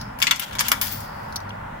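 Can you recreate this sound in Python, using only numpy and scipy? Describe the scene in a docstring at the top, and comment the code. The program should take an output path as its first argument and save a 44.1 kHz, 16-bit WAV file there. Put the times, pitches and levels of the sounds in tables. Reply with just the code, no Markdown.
"""Laundry machine coin slide

A steel coin slide is pushed home and springs back, scraping in its guide and clanking against
the cabinet. The coin drops and skitters ringing down its chute; the next coins click in the hand.
The slot is close and louder on the left. Machines hum and rumble in the room."""
import sys
import numpy as np
from scipy.fft import rfft, irfft, next_fast_len
from scipy.io import wavfile
from scipy.ndimage import map_coordinates

SR = 44100
rng = np.random.default_rng(int(sys.argv[2]) if len(sys.argv) > 2 else 0)


def master(y):
    """Save y as 16-bit WAV."""
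    cut = np.clip(np.atleast_2d(y).T, -1, 1)
    pcm = np.round(cut * 32767)  # scale
    wavfile.write(sys.argv[1], SR, pcm.astype(np.int16))


N = 79380
T = np.arange(N) / SR
ATTACK_S, TOP_HZ = 0.00011, 15900

# Blows of slide and coin (time [s], body [dB], clank [dB], edge [dB], sparkle [dB])
BLOWS = [(0.188, -37, -41, -43, -36.5), (0.2017, -34, -35, -33.5, -33), (0.2184, -29, -16, -25.5, -26),
         (0.2248, -31, -11, -14, -21), (0.2394, -24.5, -32, -44, -35), (0.2694, -32, -10.5, -21, -32.5),
         (0.2769, -23.5, -21.5, -35, -35), (0.3103, -15.5, -8, -16, -22), (0.3597, -37, -39, -30, -35),
         (0.396, -42, -25, -29.5, -21), (0.5104, -37, -36.5, -47, -45), (0.5521, -34, -30, -37, -35.5),
         (0.5855, -33, -24, -31, -41), (0.5922, -27, -22, -15, -30), (0.6015, -23.5, -24, -23, -21.5),
         (0.6077, -22, -18, -23.5, -19.5), (0.6833, -27.5, -24, -22.5, -15.5),
         (0.7175, -14.5, -13.5, -18, -14), (0.8142, -27, -21.5, -22.5, -18), (1.0045, -44, -52, -41.5, -34)]
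# Steelwork decay, body to sparkle band (level [dB], t60 [s], late level [dB], late t60 [s])
BAND_DECAYS = [(-2, 0.079, -9.5, 0.24), (-2, 0.057, -17.5, 0.34), (0, 0.052, -14, 0.25),
               (0, 0.051, -24, 0.47)]
# Slide and front panel modes (frequency [Hz], level [dB], t60 [s])
PANEL_MODES = [(1066, -7.5, 0.22), (1373, -2.5, 0.17), (1682, -2, 0.093), (2146, -10, 0.13),
               (2238, 1.5, 0.094), (2353, -5.5, 0.08), (2850, -5.5, 0.11), (3300, -15, .13),
               (3525, -14, 0.1), (3497, -4, 0.06), (4540, -8, 0.072), (6470, -17, .15), (10130, -9, 0.099),
               (14770, -14, 0.089)]
CABINET_HZ, CABINET_DB, CABINET_T60_S = 265, -17, 0.35
MODES_DB, CRACK_DB, CRACK_T60_S = -7, 2, 0.0073
BAND_EDGES_HZ = [480, 2000, 4500, 9000, 17000]


def slide():
    """Each blow: a crack, a fast-dying clatter, and ringing panel and cabinet modes."""
    out, t = np.zeros((2, N)), T[:next_fast_len(SR // 4)]
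    centres_hz = np.sqrt(np.multiply(BAND_EDGES_HZ[:-1], BAND_EDGES_HZ[1:]))
    modes = [(CABINET_HZ, CABINET_DB, CABINET_T60_S), *PANEL_MODES]
    waves, mode_hz = tones(modes, t), [mode[0] for mode in modes]
    crack = amp(CRACK_DB) * decay(t, CRACK_T60_S)
    envelopes = []
    for db, t60, late_db, late_t60 in BAND_DECAYS:
        late_ring = amp(late_db) * decay(t, late_t60)
        envelopes.append(amp(db) * np.sqrt(crack ** 2 + decay(t, t60) ** 2 + late_ring ** 2))
    for start_s, *band_db in BLOWS:
        drive_db = np.interp(mode_hz, centres_hz, band_db)
        add(out, start_s, strike(waves, drive_db + MODES_DB, scatter_db=2.5))
        for db, band, envelope in zip(band_db, clatter(len(t)), envelopes):
            add(out, start_s, amp(db) * band * envelope)
    return out


# Struck steel spectrum (frequency [Hz], level [dB])
STEEL_SPECTRUM = [(400, -27), (600, -14), (800, -22), (930, -2), (1400, -6.5), (1700, -2), (1880, -6),
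                  (2200, -1), (2750, -7.5), (3400, -1.5), (3900, -10.5), (4800, -8), (5800, -8.5),
                  (7400, -11.5), (8800, -18), (10100, -2), (11000, -10.5), (13000, -5.5), (14900, -4),
                  (15900, -21)]
CONTACT_SCATTER_DB, CONTACT_STEP_HZ = 3, 150


def clatter(n):
    """Dense steel resonances, rms 1 per band; each contact point favours different ones."""
    hz = np.fft.rfftfreq(n, 1 / SR)
    knots = rng.standard_normal(512)
    contact_db = CONTACT_SCATTER_DB * np.interp(hz / CONTACT_STEP_HZ, np.arange(len(knots)), knots)
    spectrum = rfft(rng.standard_normal((2, n))) * amp(along(STEEL_SPECTRUM, hz) + contact_db)
    bands = [(hz > lo) & (hz <= hi) for lo, hi in zip(BAND_EDGES_HZ, BAND_EDGES_HZ[1:])]
    return [unit(irfft(spectrum * band, n)) for band in bands]


# Slide strokes (time [s], length [s], level [dB])
STROKES = [(0.406, 0.049, -29), (0.441, 0.076, -40.5), (0.52, 0.029, -34.5), (0.544, 0.04, -41),
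           (0.634, 0.06, -28.5), (0.715, 0.006, -16), (0.75, 0.061, -47.5)]
# Steel-on-steel friction spectrum (frequency [Hz], level [dB])
SCRAPE_SPECTRUM = [(900, -20), (1400, 2), (2300, -3.5), (3200, 2), (4200, -6.5), (7000, -10), (9000, -16),
                   (11000, -14.5), (15000, -14)]


def scrapes():
    """The slide rubs in its guide in short, gritty strokes."""
    envelope = sum(amp(db) * np.sin(np.pi * np.clip((T - start_s) / length_s, 0, 1))
                   for start_s, length_s, db in STROKES)
    grit = unit(amp(wobble(600)))
    return envelope * grit * noise(SCRAPE_SPECTRUM, 1200, 15000, coherence=0.054)


# Skitter envelope (time [s], level [dB])
SKITTER_LEVEL = [(0.82, -23.5), (0.87, -30), (0.93, -31), (0.99, -39.5), (1.05, -43.5), (1.1, -51.5),
                 (1.3, -54.5)]
# Skitter spectrum (frequency [Hz], level [dB])
SKITTER_SPECTRUM = [(880, -42), (1500, 4), (1830, 0.5), (2720, -9.5), (3410, -4.5), (4000, -8.5),
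                    (4870, -3.5), (9470, -14), (10600, -6.5), (12200, -8.5), (12600, -3.5), (13900, -9),
                    (15100, -2.5), (16000, -4.5)]
# Loose coin modes (frequency [Hz], level [dB], t60 [s])
LOOSE_COIN_MODES = [(3340, -12, 0.26), (4720, -18, .5), (12600, 2, 0.23), (12500, -2, .3), (12700, -5, .3),
                    (15170, -5, .25), (15350, 3, .25)]
# Hits on the loose coin (time [s], level [dB])
COIN_HITS = [(0.225, -46), (0.396, -41), (0.814, -28), (0.921, -32.5)]
SPIN_DB, SPIN_RATE_HZ = 0.5, 55


def chute():
    """The struck coin rings, flickering as it turns, and skitters down; the chute walls ring on."""
    gate = np.clip((T - 0.816) / 0.0055, 0, 1) * np.clip((1.45 - T) / 0.04, 0, 1)
    skitter = level(SKITTER_LEVEL) * noise(SKITTER_SPECTRUM, 1870, 22600, coherence=0.081)
    contacts = unit(amp(1.3 * wobble(60.3) + wobble(570)))
    out = gate * skitter * contacts
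    ring, waves = np.zeros((2, N)), tones(LOOSE_COIN_MODES, T[:SR // 2])
    for start_s, db in COIN_HITS:
        add(ring, start_s, strike(waves, db, scatter_db=1.5))
    add(out, 0.814, cluster(hz=4791, db=-45.5, t60_s=2.2, rel_width=0.11))  # walls
    return out + ring * amp(SPIN_DB * wobble(SPIN_RATE_HZ))


# Coin contacts in the hand (time [s], level [dB])
HAND_CLINKS = [(0.0129, -31.5), (1.3248, -37.5), (1.359, -21.5), (1.3631, -25.5), (1.403, -39.5),
               (1.493, -40.5)]
# Finger-damped coin modes (frequency [Hz], level [dB], t60 [s])
HELD_COIN_MODES = [(3400, -12, 0.022), (4180, 7.5, 0.011), (4770, -6, 0.059), (5770, -5, 0.077),
                   (6140, 2.5, 0.011), (10020, -2.5, 0.025), (14100, -11, .03)]
# Contact tick spectrum (frequency [Hz], level [dB])
TICK_SPECTRUM = [(2000, -16), (3600, -5), (4700, 4.5), (6200, -3), (7800, -14.5), (9000, -31), (10200, -7),
                 (12000, -13.5), (15500, -8)]
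CLINK_DB, TICK_DB, TICK_T60_S = -4.5, -3, 0.038
SETTLE_DB, SETTLE_T60_S = -44, 0.4


def coins():
    """One coin settles ringing in the slide; others tick together between the fingers."""
    out, ticks, t = np.zeros((2, N)), np.zeros(N), T[:SR // 4]
    waves = tones(HELD_COIN_MODES, t)
    for start_s, db in HAND_CLINKS:
        add(ticks, start_s, amp(db + TICK_DB) * decay(t, TICK_T60_S))
        add(out, start_s, strike(waves, db + CLINK_DB, scatter_db=1.5))
    add(out, 0, cluster(hz=5127, db=SETTLE_DB, t60_s=SETTLE_T60_S, rel_width=0.022))
    add(ticks, 0, amp(SETTLE_DB + TICK_DB) * decay(t, SETTLE_T60_S))
    add(out, 1.505, cluster(hz=3050, db=-29.5, t60_s=0.02, rel_width=0.072))  # finger tap
    return out + ticks * noise(TICK_SPECTRUM, 2400, 18000, coherence=0.059)


# Machine rumble spectrum (frequency [Hz], level [dB])
RUMBLE_SPECTRUM = [(12, -41), (20, -10.5), (107, -6.5), (134, -7), (177, -9), (211, -6.5), (261, -14),
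                   (336, -24.5), (400, -46), (520, -57), (880, -120)]
# Rumble envelope (time [s], level [dB])
RUMBLE_ENVELOPE = [(0.0, -38.5), (0.114, -39), (0.436, -49), (0.53, -39.5), (0.856, -41.5), (0.992, -36),
                   (1.056, -42), (1.428, -41), (1.458, -39.5), (1.8, -40)]
# Motor hum envelope (time [s], level [dB])
HUM_LEVEL = [(0, -69), (.8, -57), (1.0, -39), (1.12, -56.5), (1.38, -43), (1.48, -36.5), (1.6, -47.5),
             (1.8, -57)]
HUM_HZ, OVERTONE_HZ = 100.85, 208


def machines():
    """Running machines: low rumble, a swelling motor hum and a faint overtone."""
    rumble = amp(0.5) * level(RUMBLE_ENVELOPE) * noise(RUMBLE_SPECTRUM, 15, 390, coherence=0.985)
    hum = level(HUM_LEVEL) * np.sqrt(2) * drifting_sine(HUM_HZ, drift_hz=2.52, rate_hz=6)
    overtone = amp(-53.5) * drifting_sine(OVERTONE_HZ, drift_hz=3, rate_hz=8.9)
    return rumble + hum + overtone


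# Room wash, common to both channels (frequency [Hz], level [dB])
MID_SPECTRUM = [(180, -18), (300, -11), (329, -11), (465, -10.5), (572, -5.5), (664, -10), (929, 0.5),
                (1210, -5.5), (1440, -2.5), (1570, -8), (1740, -9.5), (2000, -10.5), (2240, -30.5),
                (2800, -39), (3640, -61), (6160, -120)]
# Room wash, in antiphase (frequency [Hz], level [dB])
SIDE_SPECTRUM = [(120, -43), (200, -14), (301, -27.5), (401, -13), (534, -17), (610, -4), (831, -2.5),
                 (938, -6), (1120, -9.5), (1220, -17), (1380, -8.5), (1880, -20.5), (2800, -28),
                 (3640, -58), (6160, -120)]
# Room wash envelope (time [s], level [dB])
WASH_ENVELOPE = [(0, -40.5), (.2, -42), (.35, -46.5), (.55, -40), (1.0, -41), (1.25, -38.5), (1.8, -40)]
# Hiss spectrum (frequency [Hz], level [dB])
HISS_SPECTRUM = [(2000, 8.5), (3000, 0), (4500, -11.5), (8000, -16.5), (14000, -19), (16000, -14)]


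def room():
    """Machine noise fills the room with a wide midrange wash and faint hiss."""
    mid = noise(MID_SPECTRUM, 273, 2800, coherence=1)
    side = amp(1.5) * noise(SIDE_SPECTRUM, 170, 2500, coherence=1) * [[1], [-1]]
    hiss = amp(-51) * noise(HISS_SPECTRUM, 2040, 19000, coherence=0.067) * amp([[1.5], [-1.5]])
    return level(WASH_ENVELOPE) * (mid + side) + hiss


def tones(modes, t):
    """One decaying complex tone per mode."""
    hz, db, t60_s = np.transpose(modes)[:, :, None]
    return amp(db) * np.exp(2j * np.pi * hz * t) * decay(t, t60_s)


def strike(waves, db, scatter_db):
    """Sum the modes with random level and phase per channel."""
    shape = (2, len(waves))
    gain = amp(db + scatter_db * rng.standard_normal(shape))
    phasor = np.exp(2j * np.pi * rng.random(shape))
    return np.einsum("cm,mt->ct", gain * phasor, waves).real


def cluster(hz, db, t60_s, rel_width):
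    """Many close modes around one pitch, dying together."""
    n = next_fast_len(SR * 3 // 4)
    band = np.exp(-0.5 * ((np.fft.rfftfreq(n, 1 / SR) / hz - 1) / rel_width) ** 2)
    ring = unit(irfft(rfft(rng.standard_normal((2, n))) * band, n))
    return amp(db) * ring * decay(T[:n], t60_s)


def noise(spectrum, lo_hz, hi_hz, coherence):
    """Coloured stereo noise, rms 1, with soft band edges."""
    def response(hz):
        rolloff = np.sqrt((1 + (lo_hz / (hz + 1)) ** 12) * (1 + (hz / hi_hz) ** 12))
        return amp(along(spectrum, hz)) / rolloff

    white = rng.standard_normal((3, N))
    pair = np.sqrt(coherence) * white[0] + np.sqrt(1 - coherence) * white[1:]
    return unit(filtered(pair, response))


def drifting_sine(hz, drift_hz, rate_hz):
    """Sine with a wandering pitch."""
    return np.sin(2 * np.pi * np.cumsum(hz + drift_hz * wobble(rate_hz)) / SR)


def wobble(rate_hz):
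    """Smooth random curve, rate_hz knots per second."""
    return map_coordinates(rng.standard_normal(2048), [T * rate_hz], mode="wrap")


def decay(t, t60_s):
    """Quick attack, exponential fall."""
    return amp(-60 * t / t60_s) * (1 - np.exp(-t / ATTACK_S))


def filtered(x, response):
    """Zero-phase filter with gain response(hz)."""
    n = next_fast_len(N + 8192)
    return irfft(rfft(x, n) * response(np.fft.rfftfreq(n, 1 / SR)), n)[..., :N]


def along(points, hz):
    """Interpolate (Hz, dB) points on a log frequency axis."""
    knots_hz, db = np.transpose(points)
    return np.interp(np.log(hz + 1), np.log(knots_hz + 1), db)


def level(points):
    """Gain per sample from (s, dB) points."""
    return amp(np.interp(T, *np.transpose(points)))


def amp(db):
    """Decibels to gain."""
    return 10 ** (np.asarray(db) / 20)


def unit(x):
    """Scale to rms 1."""
    return x / np.sqrt(np.mean(x ** 2) + 1e-20)


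def add(out, start_s, x):
    """Mix x into out from start_s."""
    i = round(start_s * SR)
    out[..., i:i + x.shape[-1]] += x[..., :N - i]


# Stereo balance of the slot (frequency [Hz], left over right [dB])
SLOT_BALANCE = [(500, 9.5), (1300, 10), (3000, 4.5), (5000, 3), (7500, -6), (10000, 9), (15000, 17.5)]


def slot_pan(hz):
    """Constant-power channel gains; the microphone's left port faces the slot."""
    lead_db = along(SLOT_BALANCE, hz)
    gains = amp(np.array([lead_db, -lead_db]) / 2)
    return gains / np.sqrt(np.mean(gains ** 2, axis=0))


def scene():
    """The slot, louder on the left, over the machines and room."""
    metal = slide() + scrapes() + chute() + coins()
    return filtered(metal, slot_pan) + machines() + room()


def record(dry):
    """Clip at full scale; cut above TOP_HZ."""
    return filtered(np.clip(dry, -1, 1), lambda hz: hz < TOP_HZ)


dry = scene()
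out = record(dry)
master(out)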